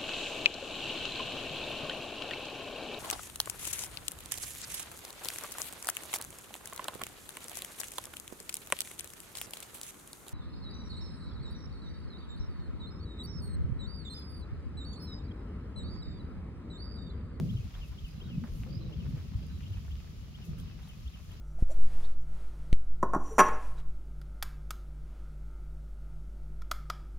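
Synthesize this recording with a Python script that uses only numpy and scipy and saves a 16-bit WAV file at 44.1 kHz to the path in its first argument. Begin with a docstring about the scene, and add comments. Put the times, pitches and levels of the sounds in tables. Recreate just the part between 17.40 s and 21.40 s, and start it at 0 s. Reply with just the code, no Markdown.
"""Gusts rumble and thump on the microphone in a breezy reed meadow, over a soft, wide hiss of grass.
Close by, reeds swish, leaves brush, and stalks rub and snap: all grainy noise and short pulses.
Far off to the left, a wading bird repeats an arched whistle about four times a second, and a small
songbird on the right answers with warbled notes. Faint yelps of water birds and the blurred
whistles of a flock sit at the back, in the weak echo of open land."""
import sys
import numpy as np
from scipy import signal
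from scipy.fft import rfft, irfft
from scipy.io import wavfile
from scipy.ndimage import uniform_filter1d, map_coordinates

SR = 44100
rng = np.random.default_rng(int(sys.argv[2]) if len(sys.argv) > 2 else 0)


def wav_out(sig):
    """Save sig, one row per channel (or a flat mono array), as 16-bit PCM at SR to the path in sys.argv[1]."""
    wavfile.write(sys.argv[1], SR, np.round(np.clip(np.atleast_2d(sig).T, -1, 1) * 32767).astype(np.int16))


N = 176400
T = np.arange(N) / SR

# gust envelopes, before the trim (time [s], rumble [dB], buffeting [dB], flutter [dB])
GUSTS = [(0.0, -32.5, -30, -45), (0.02, -45.5, -33.5, -47), (0.27, -39, -47, -66.5), (0.3, -53.5, -53, -64),
         (0.39, -44.5, -52, -68), (0.75, -47.5, -48.5, -60), (0.99, -42.5, -39, -57),
         (1.1, -46, -53, -54.5), (1.17, -50, -42.5, -67.5), (1.26, -42, -43.5, -54.5),
         (1.43, -41, -42, -53), (1.76, -40, -42, -61), (1.82, -43.5, -51.5, -60), (1.95, -35.5, -44.5, -69),
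         (2.03, -40.5, -45.5, -62.5), (2.56, -42, -50.5, -68.5), (2.95, -47.5, -51, -66.5),
         (3.05, -45, -47, -67), (3.11, -42, -49, -57.5), (3.14, -42.5, -46, -61), (3.61, -47.5, -51, -70.5),
         (3.68, -43, -53, -73), (3.71, -47, -56, -63.5), (4.0, -46, -53.5, -70)]
# tone of the low, middle and upper wind layers (frequency [Hz], relative level [dB])
RUMBLE_EQ = [(12,-35),(24,-8.5),(40,1),(58,3.5),(85,2.5),(110,-6),(150,-23),(260,-62.5)]
BUFFET_EQ = [(65,-31),(105,-7),(130,-0.5),(165,-1),(205,-7.5),(260,-15.5),(340,-32.5),(600,-67.5)]
FLUTTER_EQ = [(170,-15),(250,-2.5),(310,0.5),(450,-5),(600,-11.5),(900,-29),(1600,-35),(4000,-53)]
# eddies thumping the microphone (time [s], pitch [Hz], half width [s], peak [dB])
EDDY_THUMPS = [(0.039,180.7,0.031,-29),(0.153,115.7,0.013,-25),(0.387,42.17,0.057,-35.5),(0.503,62.3,0.022,-33.5),(0.646,54.6,0.014,-32.5),(0.983,154.2,0.0071,-24),(1.036,215.2,0.018,-35.5),(1.135,37.95,0.032,-32.5),(1.371,98.6,0.01,-29),(1.745,133.6,0.012,-27),(1.959,76.2,0.0084,-23),(2.317,88,0.014,-30),(2.535,57.56,0.024,-30.5),(2.791,42.4,0.034,-39),(3.102,156.3,0.021,-33),(3.67,66,0.014,-28.5)]

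# stalks snapping (time [s], snap peak [dB], centre [Hz], crunch [dB], crunch decay [s], L-R [dB])
STALK_SNAPS = [(0.352,-46,1390,-55,0.005,-1),(1.039,-41,1190,-50.5,0.025,-4),(1.0725,-49,2180,-57,0.014,-5),(1.2349,-43,1830,-50.5,0.0066,2),(1.263,-57,890,-55.5,0.016,-9),(2.206,-54,2100,-58,0.0066,20),(2.4806,-52,1090,-51,0.0049,-4),(2.5553,-44.5,2600,-64,.002,2),(2.6023,-50,2100,-53,.003,-5),(2.642,-59,900,-62,.003,2),(3.133,-50,1300,-57,.003,2),(3.1998,-48,2570,-62,.002,-2),(3.76,-53,1290,-57,.004,-2)]
# tone of a crunching or rubbing stalk (frequency [multiple of the centre], relative level [dB])
STALK_EQ = [(.2,6),(.55,3.5),(1,4),(1.6,-0.5),(2.6,-23),(6,-26)]
# stalks rubbing (time [s], half width [s], level [dB], centre [Hz], L-R [dB])
STALK_RUBS = [(0.38,.028,-59,1340,0),(0.528,0.023,-59.5,1260,2),(0.818,0.05,-64,980,-7),(1.509,0.017,-59.5,1230,-1),(1.665,0.011,-63.5,1400,2),(1.787,0.025,-58.5,1400,-1),(3.395,.012,-59,1620,-5),(3.927,0.0076,-60.5,1700,1)]

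# wader calls (time [s], length [s], gain of the rise [dB], of the top [dB], of the fall [dB])
WADER_CALLS = [(0.085,0.14,-59,-69,-58.5),(0.332,0.14,-60.5,-66,-61),(0.574,0.12,-57.5,-72,-61),(.797,0.17,-58,-62.5,-60.5),(1.29,.13,-70,-83,-81),(1.521,0.13,-58.5,-80,-65),(1.776,0.12,-72,-73,-71),(2.012,.125,-68,-77,-75),(2.252,0.14,-64,-69,-61.5),(2.504,0.12,-60,-82,-66),(2.94,.135,-59,-79,-65),(3.175,0.17,-65,-72,-67),(3.41,0.14,-65,-68,-61.5),(3.658,.138,-57,-69,-62),(3.906,0.12,-62,-70,-68)]
# contour of one call (position [share of its length], pitch [Hz], relative level [dB])
CALL_ARCH = [(0,2642,-10),(.05,2851,0.5),(.11,3193,4.5),(.17,3414,-2.5),(.21,3776,-3),(.27,3970,-2),(.38,3920,-5.5),(.49,3692,-5),(.53,3410,-10),(.58,3170,2),(.65,2988,6.5),(.71,2816,0.5),(.8,2636,-2.5),(.94,2516,-5.5),(1,2430,-13)]
# songbird notes (time [s], length [s], start pitch [Hz], end pitch [Hz], flick rate [1/s],
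# flick height before it shrinks [Hz], level [dB])
SONG_NOTES = [(.657,.08,4750,4880,46,400,-72),(.755,0.071,4040,3920,115,300,-75),(1.284,.013,4550,4500,44,100,-72),(1.299,0.1,4660,4970,45,750,-62.5),(1.405,0.037,4030,3990,150,556,-65),(1.443,0.048,3860,3890,120,120,-69),(2.005,0.098,4760,4920,44,405,-75),(2.091,0.097,4020,3900,116,300,-71.5)]

# swish envelope of the near reeds, before the trim (time [s], level [dB])
REED_SWELLS = [(0.0, -79), (0.01, -72.5), (0.42, -73), (0.49, -73), (0.56, -75.5), (0.7, -72.5),
               (0.89, -78.5), (1.2, -70), (1.41, -84.5), (1.83, -72.5), (1.95, -76.5), (2.34, -72),
               (3.03, -75), (3.05, -67), (3.16, -79), (3.2, -69), (3.23, -76), (3.39, -76), (3.43, -71),
               (3.72, -73.5), (3.91, -71), (4.0, -75.5)]
# leaves brushing (time [s], half width [s], level [dB], L-R [dB])
LEAF_BRUSHES = [(0.482,.018,-69.5,1),(.675,0.017,-72,0),(1.172,0.053,-69,-6),(1.701,0.0069,-70,0),(3.06,0.016,-71,4),(3.188,0.005,-62.5,3),(3.2,.0004,-50,-3),(3.209,0.007,-66,0),(3.487,.007,-67,9),(3.845,0.027,-72,-7),(3.918,0.0017,-62,-10)]
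# tone of reeds, leaves, distant grass and dry stems (frequency [Hz], relative level [dB])
REED_EQ = [(1500,-23),(3500,-22),(6000,8.5),(7200,7),(7900,-3),(9300,3),(10500,0.5),(12000,4.5),(14000,-0.5),(16000,-1.5)]
LEAF_EQ = [(3000,-7),(6600,0.5),(7900,-3),(9300,6),(12500,7.5),(16000,-4.5)]
GRASS_EQ = [(200,5.5),(500,1),(800,-6),(1250,3),(1600,-7),(2100,-1.5),(2800,0.5),(4000,-2),(5200,-1.5),(6300,-9.5),(7200,-14),(7900,-34),(9500,-31),(12000,-18.5),(16000,-17)]
STEM_EQ = [(250, -15), (700, 0.5), (1300, -2), (2600, -4.5), (5000, -11.5), (8000, -29)]

# distant water birds (time [s], half width [s], pitch [Hz], dry peak [dB])
FAR_YELPS = [(0.883,.022,1533,-62),(1.417,0.0099,1198,-60.5),(2.109,0.017,1520,-64),(2.358,.016,1350,-75),(2.236,0.009,2777,-56),(3.187,0.025,1404,-63)]


def wind(trim_db=1):
    """Rumble, buffeting and flutter ride the gusts; single eddies thump through."""
    times, *envelopes = np.array(GUSTS).T
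    rumble, buffet, flutter = (undb(np.interp(T, times, db) + trim_db) for db in envelopes)
    out = turbulence(RUMBLE_EQ, side_db=-9.5, flicker_db=3) * rumble
    out += turbulence(BUFFET_EQ, side_db=-6.5, flicker_db=2) * buffet
    out += turbulence(FLUTTER_EQ, side_db=-6.5, flicker_db=3) * flutter
    wobbly_time = np.cumsum(1 + 0.1117 * drift(90)) / SR
    for at, hz, half, db in EDDY_THUMPS:
        phase = rng.random() + 0.067 * rng.standard_normal((2, 1))  # each port meets the eddy its own way
        out += undb(db) * swell(at, half) * np.sin(2 * np.pi * (hz * wobbly_time + phase))
    return out * pan(0.9)


def turbulence(eq, side_db, flicker_db):
    """Pressure noise on the microphone's two ports, levelled and then given a fast flicker."""
    noise = colour(rng.standard_normal((2, N)), eq)
    mid, side = noise / np.sqrt(uniform_filter1d(noise ** 2, size=5000, axis=1))
    return unit(widen(mid, side, side_db) * undb(flicker_db * drift(35)))


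def stalk_snaps():
    """Each stalk snaps with one sharp pulse, then gives a short, dull crunch."""
    out, t = np.zeros((2, N + SR)), T[:8192]
    noise = stereo_noise(side_db=-7)
    for at, snap_db, hz, crunch_db, decay, lr in STALK_SNAPS:
        i = int(at * SR)
        band = signal.butter(2, [0.74 * hz, 1.56 * hz], 'band', fs=SR, output='sos')
        snap = signal.sosfilt(band, 1. * (t == 0))
        snap *= undb(snap_db) / np.abs(snap).max()
        crunch = stalk_tone(np.roll(noise, -i, axis=1)[:, :len(t)], hz)
        envelope = np.exp(-t / decay) * (1 - np.exp(-t * hz))
        out[:, i:i + len(t)] += pan(lr) * (snap + undb(crunch_db) * crunch * envelope)
    return out[:, :N]


def stalk_rubs():
    """Stalks rub together in brief swells of dull grains."""
    grains = stereo_noise(side_db=-13) * grain(depth_db=2.5, samples=90)
    return sum(stalk_tone(grains, hz) * undb(db) * pan(lr) * swell(at, half)
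               for at, half, db, hz, lr in STALK_RUBS)


def wader(right_lag_s=0.00049):
    """A whistle leaps, thins at the top and falls; it reaches the left port first."""
    out = np.zeros(N + SR)
    share, arch_hz, arch_db = np.array(CALL_ARCH).T
    waver = 1 + 0.008 * drift(200) + 0.0082 * drift(20)
    for at, length, rise_db, top_db, fall_db in WADER_CALLS:
        u, i = np.linspace(0, 1, int(length * SR)), int(at * SR)
        pitch = np.interp(u, share, arch_hz) * np.roll(waver, -i)[:len(u)]
        effort_db = np.interp(u, [.17, .22, .49, .56], [rise_db, top_db, top_db, fall_db])
        fades = np.clip(np.minimum(u, 1 - u) / 0.0081, 0, 1)
        envelope = undb(effort_db + np.interp(u, share, arch_db)) * fades
        out[i:i + len(u)] += np.sqrt(2) * envelope * sine(pitch)
    flicker = undb(2.8 * drift(110))  # moving air shakes the level
    left, right = outdoors(out[None, :N] * flicker, wet_db=-11, t60=0.35)
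    return np.array([left, np.interp(T - right_lag_s, T, right)]) * pan(1.5)


def songbird(flick_dip_db=-18.5, flick_shrink=0.49):
    """A high trill, then a lower, sagging buzz; the voice thins at each upward flick of pitch."""
    out = np.zeros(N + SR)
    waver, flicker = 1 + 0.0062 * drift(300), undb(1.5 * drift(120))
    for at, length, start_hz, end_hz, rate, height, db in SONG_NOTES:
        u, i = np.linspace(0, 1, int(length * SR)), int(at * SR)
        cusps = (1 - np.abs(np.sin(np.pi * rate * u * length))) ** 1.55
        flick = cusps * (1 - flick_shrink * u)
        pitch = (start_hz + (end_hz - start_hz) * u + height * flick) * waver[i:i + len(u)]
        envelope = np.sqrt(2 * np.abs(np.sin(np.pi * u)))
        out[i:i + len(u)] += undb(db + flick_dip_db * np.sqrt(flick)) * envelope * sine(pitch)
    return outdoors(out[:N] * flicker * pan(-21.5), wet_db=-13, t60=0.17)


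def reeds(swish_trim_db=3.5):
    """Near reeds swish as a mass of tiny grains; single leaves brush past each other."""
    texture = grain(depth_db=1.85, samples=20)
    swish = colour(stereo_noise(side_db=1.5) * texture, REED_EQ)
    swish *= undb(np.interp(T, *np.array(REED_SWELLS).T) + swish_trim_db)
    crinkle = grain(depth_db=2, samples=30)
    leaves = colour(stereo_noise(side_db=-6.5) * crinkle, LEAF_EQ)
    touches = sum(undb(db) * pan(lr) * swell(at, half) for at, half, db, lr in LEAF_BRUSHES)
    return swish * pan(4.5) + leaves * touches


def grass(hiss_db=-61.5, crackle_db=-68.5):
    """A wide bed of distant grass hiss, with a light, uneven crackle of dry stems."""
    hiss = colour(stereo_noise(side_db=0.5), GRASS_EQ) * undb(hiss_db + 0.5 * drift(7.22))
    grains = stereo_noise(side_db=-5) * undb(14 * np.repeat(rng.random(N // 60) ** 6, 60))
    crackle = colour(grains, STEM_EQ) * undb(crackle_db + 4.3 * np.tanh(drift(14)))
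    return hiss + crackle


def yelps(sag_hz_per_s=2500):
    """Water birds give short, hoarse, sagging notes from far across the meadow."""
    out, hoarse = np.zeros(N), 1 + 0.13 * drift(500)
    for at, half, hz, db in FAR_YELPS:
        pitch = (hz - sag_hz_per_s * (T - at)) * hoarse
        out += undb(db) * swell(at, half) * sine(pitch)
    return outdoors(np.array([out, out]), wet_db=-2.5, t60=0.44)


def flock(count=240, level_db=-76, centre_hz=2950, half_width_s=0.008):
    """Many far birds give short, gliding whistles at random, which blur in the open air."""
    out, t = np.zeros((2, N + SR)), T[:SR // 5] - 0.1
    envelope = np.exp(-(t / half_width_s) ** 2)
    for when, height, glide, size, place in rng.random((count, 5)):
        pitch = centre_hz * np.exp(0.14 * (2 * height - 1) + 6 * (2 * glide - 1) * t)
        stereo_phase = np.pi * np.array([[place], [-place]])
        i = int(when * N)
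        out[:, i:i + len(t)] += (0.5 + size) * envelope * sine(pitch, stereo_phase)
    return unit(outdoors(out[:, :N], wet_db=2, t60=0.32)) * undb(level_db)


def outdoors(x, wet_db, t60):
    """Add the weak, diffuse echo of open land, dying by 60 dB in t60 seconds."""
    t = T[:SR // 2]
    tail = rng.standard_normal((2, len(t))) * undb(-60 * t / t60) * (1 - np.exp(-t / 0.0025))
    tail /= np.sqrt(np.sum(tail ** 2, axis=1, keepdims=True))
    return x + undb(wet_db) * signal.fftconvolve(x.mean(0)[None], tail, axes=1)[:, :N]


def undb(db):
    """Decibels to gain."""
    return 10 ** (np.asarray(db) / 20)


def unit(x):
    """Scale to rms 1."""
    return x / np.sqrt(np.mean(x ** 2))


def pan(db):
    """Left and right gains, db apart; positive is left."""
    return undb(np.array([[db], [-db]]) / 2)


def colour(x, eq):
    """Shape a sound with an EQ curve of (Hz, dB) points, at rms 1."""
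    hz, db = np.array(eq, float).T
    f = np.maximum(np.fft.rfftfreq(x.shape[-1], 1 / SR), 1)
    gain = undb(np.interp(np.log(f), np.log(hz), db))
    return unit(irfft(rfft(x) * gain, x.shape[-1]))


def stalk_tone(x, centre_hz):
    """The dull colour of a stalk, tuned to centre_hz."""
    return colour(x, [(centre_hz * ratio, db) for ratio, db in STALK_EQ])


def drift(rate):
    """Smooth random motion through rate points a second, with a spread near 1."""
    return map_coordinates(rng.standard_normal(1024), [T * rate + 4], order=2, mode='wrap')


def grain(depth_db, samples):
    """A gain that jumps at random every few samples, to roughen noise."""
    return undb(depth_db * np.repeat(rng.exponential(size=N // samples), samples))


def swell(at, half):
    """Bell-shaped envelope, down to 1/e at half seconds either side of its peak."""
    return np.exp(-((T - at) / half) ** 2)


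def sine(hz, phase=0):
    """A pure tone that follows a pitch curve."""
    return np.sin(2 * np.pi * np.cumsum(hz) / SR + phase)


def widen(mid, side, side_db):
    """Mid and side to left and right."""
    return mid + undb(side_db) * side * np.array([[1], [-1]])


def stereo_noise(side_db):
    """White noise that widens as side_db rises."""
    return widen(*rng.standard_normal((2, N)), side_db)


def scene():
    """Mix wind, plants and birds."""
    breeze = wind() + grass() + reeds() + stalk_snaps() + stalk_rubs()
    return breeze + wader() + songbird() + yelps() + flock()


def record(dry):
    """A steep low-pass takes off the very top."""
    return signal.sosfilt(signal.ellip(10, 0.1, 70, 15750, fs=SR, output='sos'), dry)


dry = scene()
out = record(dry)
wav_out(out)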